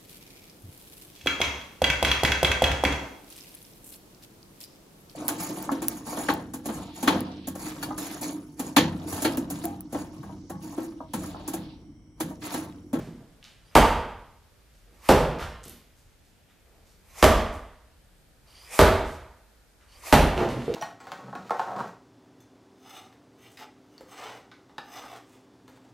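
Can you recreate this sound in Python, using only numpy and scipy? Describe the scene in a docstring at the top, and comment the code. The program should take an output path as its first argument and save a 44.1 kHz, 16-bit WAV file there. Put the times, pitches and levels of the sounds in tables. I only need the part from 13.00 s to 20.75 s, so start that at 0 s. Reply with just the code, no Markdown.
"""The room tail of a blow already struck rings on over a quiet hush; a chunk knocks, chips and splinters tick.
Five axe blows into a log follow in a large, hard-walled workshop: shaped noise swishes up to each, before
most a hand squeaks on the handle (noise-modulated sines), then fibres crack, the log rings and the floor thumps.
Decaying sines make the debris and faint rustles of boots or clothing between the blows; debris is loudest
after the last. A noise tail makes the room."""
import sys
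import numpy as np
from scipy import signal
from scipy.fft import rfft, irfft
from scipy.io import wavfile

SR = 44100
rng = np.random.default_rng(int(sys.argv[2]) if len(sys.argv) > 2 else 0)


def volts_from_db(level):
    """Convert decibel levels to linear amplitude ratios."""
    exponent = np.asarray(level, float) / 20
    return 10 ** exponent


def persist_wave(psi):
    """Save psi, clipped to +-1, as 16-bit WAV."""
    counts = np.round(np.clip(psi, -1, 1) * 32767).astype(np.int16)
    wavfile.write(sys.argv[1], SR, np.atleast_2d(counts).T)


N = 341775
LEAD = SR   # samples of run-in ahead of t = 0
EDGES_HZ = 20 * 2 ** np.arange(0, 9.6, .5)   # half-octave band edges

# axe blows: t/s, crack level/dB, log body level/dB, body tilt/(dB/octave), notch knock f/Hz
BLOWS = [(-.4, 13, -8.5, -3.5, 300), (0.7519, 14.5, -9, 6.5, 914), (2.088, 11.5, -9, 3, 520),
         (4.226, 15, -12, 3.5, 1183), (5.79, 15, -9, 4.5, 395), (7.125, 14.5, -12.5, 0.3, 844.4)]
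# stereo width of the room and the swish: f/Hz, side re mid/dB
ROOM_SIDE = [(60, -39.5), (110, -35), (200, -26), (380, -22), (700, -23), (1290, -17), (2370, -17),
             (4380, -11), (8080, -3.5), (14900, -1.5)]


def at_hz(points, hz):
    """Interpolates a spectrum on a log-frequency axis."""
    f, value = np.array(points).T
    return np.interp(np.log(hz), np.log(f), value)


def rms_one(x):
    """Scales to rms 1."""
    return x / np.sqrt(np.mean(x ** 2) + 1e-20)


def ring(x, hz, t60_s):
    """Two-pole resonator: a unit click sets off a decaying sine of height 1."""
    r = volts_from_db(-60 / (t60_s * SR))
    w = 2 * np.pi * min(hz, SR / 2.2) / SR
    return signal.lfilter([0, np.sin(w)], [1, -2 * r * np.cos(w), r * r], x + 1e-18)


def touch(hz, cycles):
    """A contact of about a quarter cycle, longer for low pitches, then a ring whose t60 is given in cycles."""
    contact = np.hanning(int(SR / hz / 4) + 3)
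    push = np.pad(contact / contact.sum(), (0, int(SR * cycles / hz)))
    return ring(push, hz, cycles / hz)


def without_bass(tick, hz):
    """High-pass an octave below the pitch: the piece is too small for bass."""
    return signal.sosfilt(signal.butter(2, hz / 2, "high", fs=SR, output="sos"), tick)


def causal(magnitude):
    """Minimum-phase spectrum: a body that answers at once and then rings out."""
    cepstrum = irfft(np.log(magnitude + 1e-9))
    cepstrum[1:len(magnitude) - 1] *= 2
    cepstrum[len(magnitude):] = 0
    return np.exp(rfft(cepstrum))


def bands(length, side):
    """Half-octave bands of stereo noise, each with its own share of side signal."""
    white = rng.standard_normal((2, 2, length))
    for k, (low, high) in enumerate(zip(EDGES_HZ, EDGES_HZ[1:])):
        band_pass = signal.butter(2, [low, high], "band", fs=SR, output="sos")
        mid, apart = signal.sosfilt(band_pass, white[k % 2])
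        hz = np.sqrt(low * high)
        yield hz, mid + volts_from_db(at_hz(side, hz)) * apart * np.array([[1], [-1]])


def drift(rate_hz):
    """Random line through unit-variance points, rate_hz points a second."""
    points = rng.standard_normal(int(N / SR * rate_hz) + 3)
    return np.interp(np.arange(N) / SR * rate_hz, np.arange(len(points)), points)


def add(track, s, sound):
    """Mixes a sound into a track that begins LEAD samples early."""
    i = LEAD + round(s * SR)
    track[i:i + len(sound)] += sound[:len(track) - i]


def hush():
    """The still room: faint band noise over a rumble that comes in lumps."""
    # room noise: f/Hz, relative level/dB
    spectrum = [(12, -35), (20, -2), (54, -4.5), (123, -18), (392, -25), (438, -30), (577, -22.5),
                (1000, -32.5), (1600, -29.5), (1990, -32), (14500, -42.5)]
    # width: f/Hz, side re mid/dB
    side = [(60, -14), (110, -7), (200, -3.5), (380, -6), (700, -5.5), (1290, -4), (2370, -5), (4380, -2),
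            (8080, -3.5), (14900, 3)]
    together = drift(7.7)
    layers = 0
    for hz, band in bands(N, side):
        lump_db = 4.0 if hz < 150 else 1.2
        layers += band * volts_from_db(at_hz(spectrum, hz) + 0.21 * together + lump_db * drift(2.3))
    return volts_from_db(-60.5) * rms_one(layers)


def workshop(x):
    """Direct sound, a few hard echoes, then a dense noise tail that builds up and dies band by band."""
    # decay of the room: f/Hz, t60/s
    room_t60 = [(50, 0.8), (130, 0.73), (350, 0.66), (920, 0.75), (2400, 0.75), (6400, 0.53), (12000, 0.45)]
    # floor, nearest walls and roof: delay/s, level/dB
    echoes = [(.0035, -7), (.0065, -9), (0.015, -3), (0.023, -5.5), (.033, -9)]
    tail_db, build_s = 5.5, .006
    t = np.arange(SR) / SR
    tail = sum(band * volts_from_db(-60 * t / at_hz(room_t60, hz)) for hz, band in bands(len(t), ROOM_SIDE))
    tail /= np.sqrt((tail ** 2).sum() / 2)
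    answer = volts_from_db(tail_db) * tail * (1 - np.exp(-(t / build_s) ** 2))
    answer[:, 0] += 1
    for delay_s, db in echoes:
        i = round((delay_s + rng.normal(0, .0004)) * SR)
        answer[:, i] += volts_from_db(db + rng.normal(0, 2.7))
    return signal.fftconvolve(x[None], answer, axes=1)


def splinters():
    """Splinters skip over the floor close by: light, hard, dry ticks, each a short decaying sine."""
    # ticks: t/s, level/dB, f/Hz
    ticks = [(0.428, -42.5, 3100), (0.442, -39.5, 5250), (0.45, -42.5, 3550), (2.634, -42, 8020),
             (2.6391, -36.5, 7020), (2.643, -39, 9100), (2.649, -48, 9000), (2.654, -35, 12600),
             (2.682, -33, 10500), (2.696, -30.5, 12500), (2.721, -42, 11350), (7.378, -24.5, 2700),
             (7.49, -36, 6060)]
    out = np.zeros(LEAD + N)
    for s, db, hz in ticks:
        tick = ring(signal.unit_impulse(400, 1), hz, 9.0 / hz)
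        add(out, s, volts_from_db(db) * without_bass(tick, hz))
    return out


def chunks():
    """Heavy chunks knock on the floor, some bouncing, and ring; one row per knock."""
    # knocks: t/s, level/dB, f/Hz, t60/cycles
    knocks = [(0.074, -34, 282, 6.9), (0.206, -35.5, 360, 1.3), (2.42, -24.5, 64, 1.6),
              (2.66, -32.5, 285, 1.54), (7.37, -31.5, 128, 14), (7.449, -32.5, 125.6, 22),
              (7.515, -32, 128, 30), (7.521, -22.5, 282, 4.8), (7.68, -20, 451, 14), (7.728, -28, 459, 14)]
    out = np.zeros(LEAD + N)
    for s, db, hz, cycles in knocks:
        add(out, s, volts_from_db(db) * touch(hz, cycles))
    return out


def chips():
    """Chips clatter down in quick, uneven touches; the faint rows are rustles of boots or clothing."""
    # clatters and rustles: t/s, level/dB, nominal f of the lowest layer/Hz, length/s
    clatters = [(-.03, -40.5, 4924, .1), (0.432, -37.5, 2710, .06), (0.714, -41, 1800, 0.015),
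                (1.084, -43, 8000, .006), (1.739, -51, 5978, 0.057), (1.859, -52.5, 392, .1),
                (2.385, -20, 1200, 0.052), (2.388, -28, 4300, 0.045), (2.641, -34.5, 4030, .075),
                (2.967, -45, 8040, .04), (3.241, -49, 6000, 0.052), (3.479, -48.5, 2052, 0.042),
                (3.649, -54, 523, .2), (3.855, -47, 6060, 0.076), (4.528, -33.5, 9260, 0.026),
                (5.456, -49.5, 702, .02), (6.05, -36.5, 6880, .1), (6.804, -43.5, 1500, 0.037),
                (7.366, -10.5, 463, 0.075), (7.488, -23, 2720, 0.034), (7.573, -33, 2400, 0.16),
                (7.74, -17, 3940, .01)]
    touches_per_s, ring_cycles = 110, 1.66
    layer_octaves, layer_db = 1.6, -11   # each higher layer is weaker and touches more often
    finest_hz = 11500   # cap on pitch before the random detuning
    settle_db = 4.5   # fade over each row
    out = np.zeros(LEAD + N)
    for s, db, hz, length_s in clatters:
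        for layer, draws in enumerate(rng.uniform(-0.33, .5, (4, 40, 3))):
            pitch = hz * 2 ** (layer_octaves * layer)
            touches = max(int(touches_per_s * length_s * (1 + layer)), 1) * (pitch < 2 * finest_hz)
            for k, (late, size, tune) in enumerate(draws[:touches]):
                tick = touch(min(pitch, finest_hz) * 2 ** (.5 * tune), ring_cycles)
                tick = without_bass(tick, pitch)
                place = (k + 0.97 * late * (k > 0)) / min(touches, len(draws))
                level_db = db + layer_db * layer + 6.0 * size - settle_db * k / touches
                add(out, s + place * length_s, volts_from_db(level_db) * tick)
    return out


def squeaks():
    """Skin slips on the handle: noise-modulated sines give a shaky hiss, its octave, a lower band and air."""
    # hand slides: start/s, length/s, starting f/Hz, relative top level/dB
    slides = [(0.648, .07, 4670, -65), (4.086, .08, 6000, -63.5), (5.472, 0.24, 4630, -55),
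              (6.878, 0.11, 4480, -59.5)]
    top_at, start_db, end_db = 0.48, -10, -4.5   # share of the slide where it is loudest; its ends
    rise = .1   # pitch climbs by this share as the hand speeds up
    t, phase, level = np.arange(N) / SR, np.zeros(N), np.zeros(N)
    for start_s, length_s, hz, db in slides:
        along = (t - start_s) / length_s
        slipping = (along > 0) * (along < 1)
        phase += 2 * np.pi * np.cumsum(hz * (1 + rise * along ** 2) * slipping) / SR
        level += volts_from_db(db + np.interp(along, [0, top_at, 1], [start_db, 0, end_db])) * slipping
    narrow = drift(450) * np.sin(phase)
    octave = volts_from_db(-8) * drift(1700) * np.sin(2 * phase)
    below = volts_from_db(-4.5) * drift(600) * np.sin(0.65 * phase)
    airy = volts_from_db(-2.5) * drift(4200) * np.sin(0.98 * phase)
    return volts_from_db(-2) * level * (narrow + octave + below + airy)


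def swings():
    """Air rushes round the axe head: band noise swells as it speeds up and stops 10 ms after impact."""
    # one per blow but the first: start/s, top level/dB, time at full speed/s
    strokes = [(.6, -64.5, .01), (1.86, -50, 0.03), (4.0, -44.5, 0.037), (5.4, -40, 0.047),
               (6.86, -41, 0.051)]
    # air noise: f/Hz, relative level/dB
    swish = [(120, -78), (200, -15.5), (586, 2), (795, 1.5), (1100, 4.5), (1360, -12), (2250, 4),
             (2640, -7), (5920, -6), (14500, -8.5)]
    arc_below_db, arc_db_per_s = 13, 49.5   # slower arc overhead
    pull_db_per_s = 316   # last pull down
    t, level = np.arange(N) / SR, np.zeros(N)
    for (start_s, db, full_s), blow in zip(strokes, BLOWS[1:]):
        to_go = np.maximum(blow[0] - t, 0)
        arc = volts_from_db(-arc_below_db - arc_db_per_s * to_go)
        pull = volts_from_db(-pull_db_per_s * np.maximum(to_go - full_s, 0))
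        fade_in = np.clip((t - start_s) / 0.091, 0, 1)
        level += volts_from_db(db) * np.maximum(arc, pull) * fade_in * (t < blow[0] + .01)
    rush = sum(band * volts_from_db(at_hz(swish, hz) + 2.0 * drift(25)) for hz, band in bands(N, ROOM_SIDE))
    return level * rms_one(rush)


def blows():
    """The blade bites for a few ms: a push for the floor, a jolt for the log, a burst of tearing fibres."""
    # log modes: f/Hz, relative level/dB, t60/s
    log_modes = [(153, -1, 0.067), (229, -4, 0.061), (292, -7.5, 0.049), (395, -3.5, 0.034),
                 (468, -4.5, 0.043), (626, 1.5, 0.036), (883, 4.5, 0.01), (907, -2.5, 0.021),
                 (1203, 3, 0.013), (1500, -3.5, 0.014), (2060, -12, 0.0053), (2550, -28, .016),
                 (3180, -12, .012), (4840, -15.5, .015)]
    # tearing fibres: f/Hz, relative level/dB
    tearing = [(200, -25), (600, 0.5), (1200, -1), (2000, -3), (3500, -9.5), (6000, -15.5), (10000, -18),
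               (14000, -19), (15500, -30.5)]
    # floor modes: f/Hz
    floor_hz = (57.4, 79.4)
    push_s, thump_t60_s = 0.0096, .12
    thump_below_db = 31   # floor drive re crack
    floor_share, body_usual_db = 0.54, -11.5   # what the log does not ring out goes into the floor
    # a tight notch knocks high and loud, a loose one low and weak
    knock_top_db, knock_full_hz, knock_db_per_octave, knock_cycles = -1, 850, 10, 24
    radiates_above_hz, uneven_db = 190, 2.5
    bite_s = 0.002445   # the edge ticks first, the wedge knocks when it stops
    out, t = np.zeros((2, LEAD + N)), np.arange(SR // 4) / SR
    hz = np.maximum(np.arange(len(t) // 2 + 1) * SR / len(t), 1)
    push = np.sin(np.pi * np.minimum(t / push_s, 1)) ** 2
    push /= push.sum()
    jolt = np.exp(-t / 0.00039) * (1 - np.exp(-t / 0.00021))
    jolt /= jolt.sum()
    thump = sum(ring(push, f, thump_t60_s) for f in floor_hz)
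    for s, crack_db, body_db, tilt_db, knock_hz in BLOWS:
        rings = []
        for f, db, t60_s in log_modes:
            # every blow lands elsewhere and stirs the modes differently
            mode_db = body_db + db + tilt_db * np.log2(f / 500) + rng.normal(0, uneven_db)
            rings.append(volts_from_db(mode_db) * ring(jolt, f, t60_s))
        knock_db = knock_top_db + knock_db_per_octave * min(np.log2(knock_hz / knock_full_hz), 0)
        rings.append(volts_from_db(knock_db) * ring(jolt, knock_hz, knock_cycles / knock_hz))
        # different faces of the log radiate, so powers add and nothing cancels
        power = (abs(rfft(rings)) ** 2).sum(axis=0) / (1 + (radiates_above_hz / hz) ** 2)
        grain_db = np.interp(hz, np.linspace(0, SR / 2, 50), rng.normal(0, uneven_db / 2, size=50))
        power += volts_from_db(crack_db + at_hz(tearing, hz) + grain_db) ** 2
        # fibres snap one after another: each pitch region has its own delay
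        lag_s = np.interp(hz, np.linspace(0, SR / 2, 60), rng.exponential(0.0013, size=60))
        lag_s += bite_s / (1 + (hz / 1500) ** 2)
        delayed = np.exp(-2j * np.pi * np.cumsum(lag_s) * SR / len(t))
        crack = irfft(causal(np.sqrt(power)) * delayed, len(t))
        thump_db = crack_db - thump_below_db - floor_share * (body_db - body_usual_db)
        sound = crack * np.exp(-(t / 0.088) ** 2) + volts_from_db(thump_db) * thump
        # the man moves between blows, so the room answers a little differently
        for track, wet in zip(out, workshop(sound)):
            add(track, s, wet)
    return out[:, LEAD:]


def scene():
    """All but the hush sits a little to the right; the splinters are near and stir the room less."""
    ticks = splinters()
    debris = workshop(chips() + chunks() + volts_from_db(-4) * ticks)[:, LEAD:LEAD + N]
    debris += ticks[LEAD:]
    pan = volts_from_db(np.array([[-.6], [.6]]))
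    return (blows() + debris + swings() + squeaks()) * pan + hush()


def band_limit(x):
    """A steep low-pass at the top of the band."""
    return signal.sosfilt(signal.butter(12, 15520, fs=SR, output="sos"), x)


def record(dry):
    """The microphone drops the deepest bass, peaks are rounded, the top is cut."""
    mic = signal.butter(2, 40, "high", fs=SR, output="sos")
    rounded = 1.65 * np.tanh(signal.sosfilt(mic, dry) / 0.99)
    top_cut = signal.ellip(8, .5, 50, 14350, fs=SR, output="sos")
    return band_limit(signal.sosfilt(top_cut, rounded))


dry = scene()
out = record(dry)
persist_wave(out)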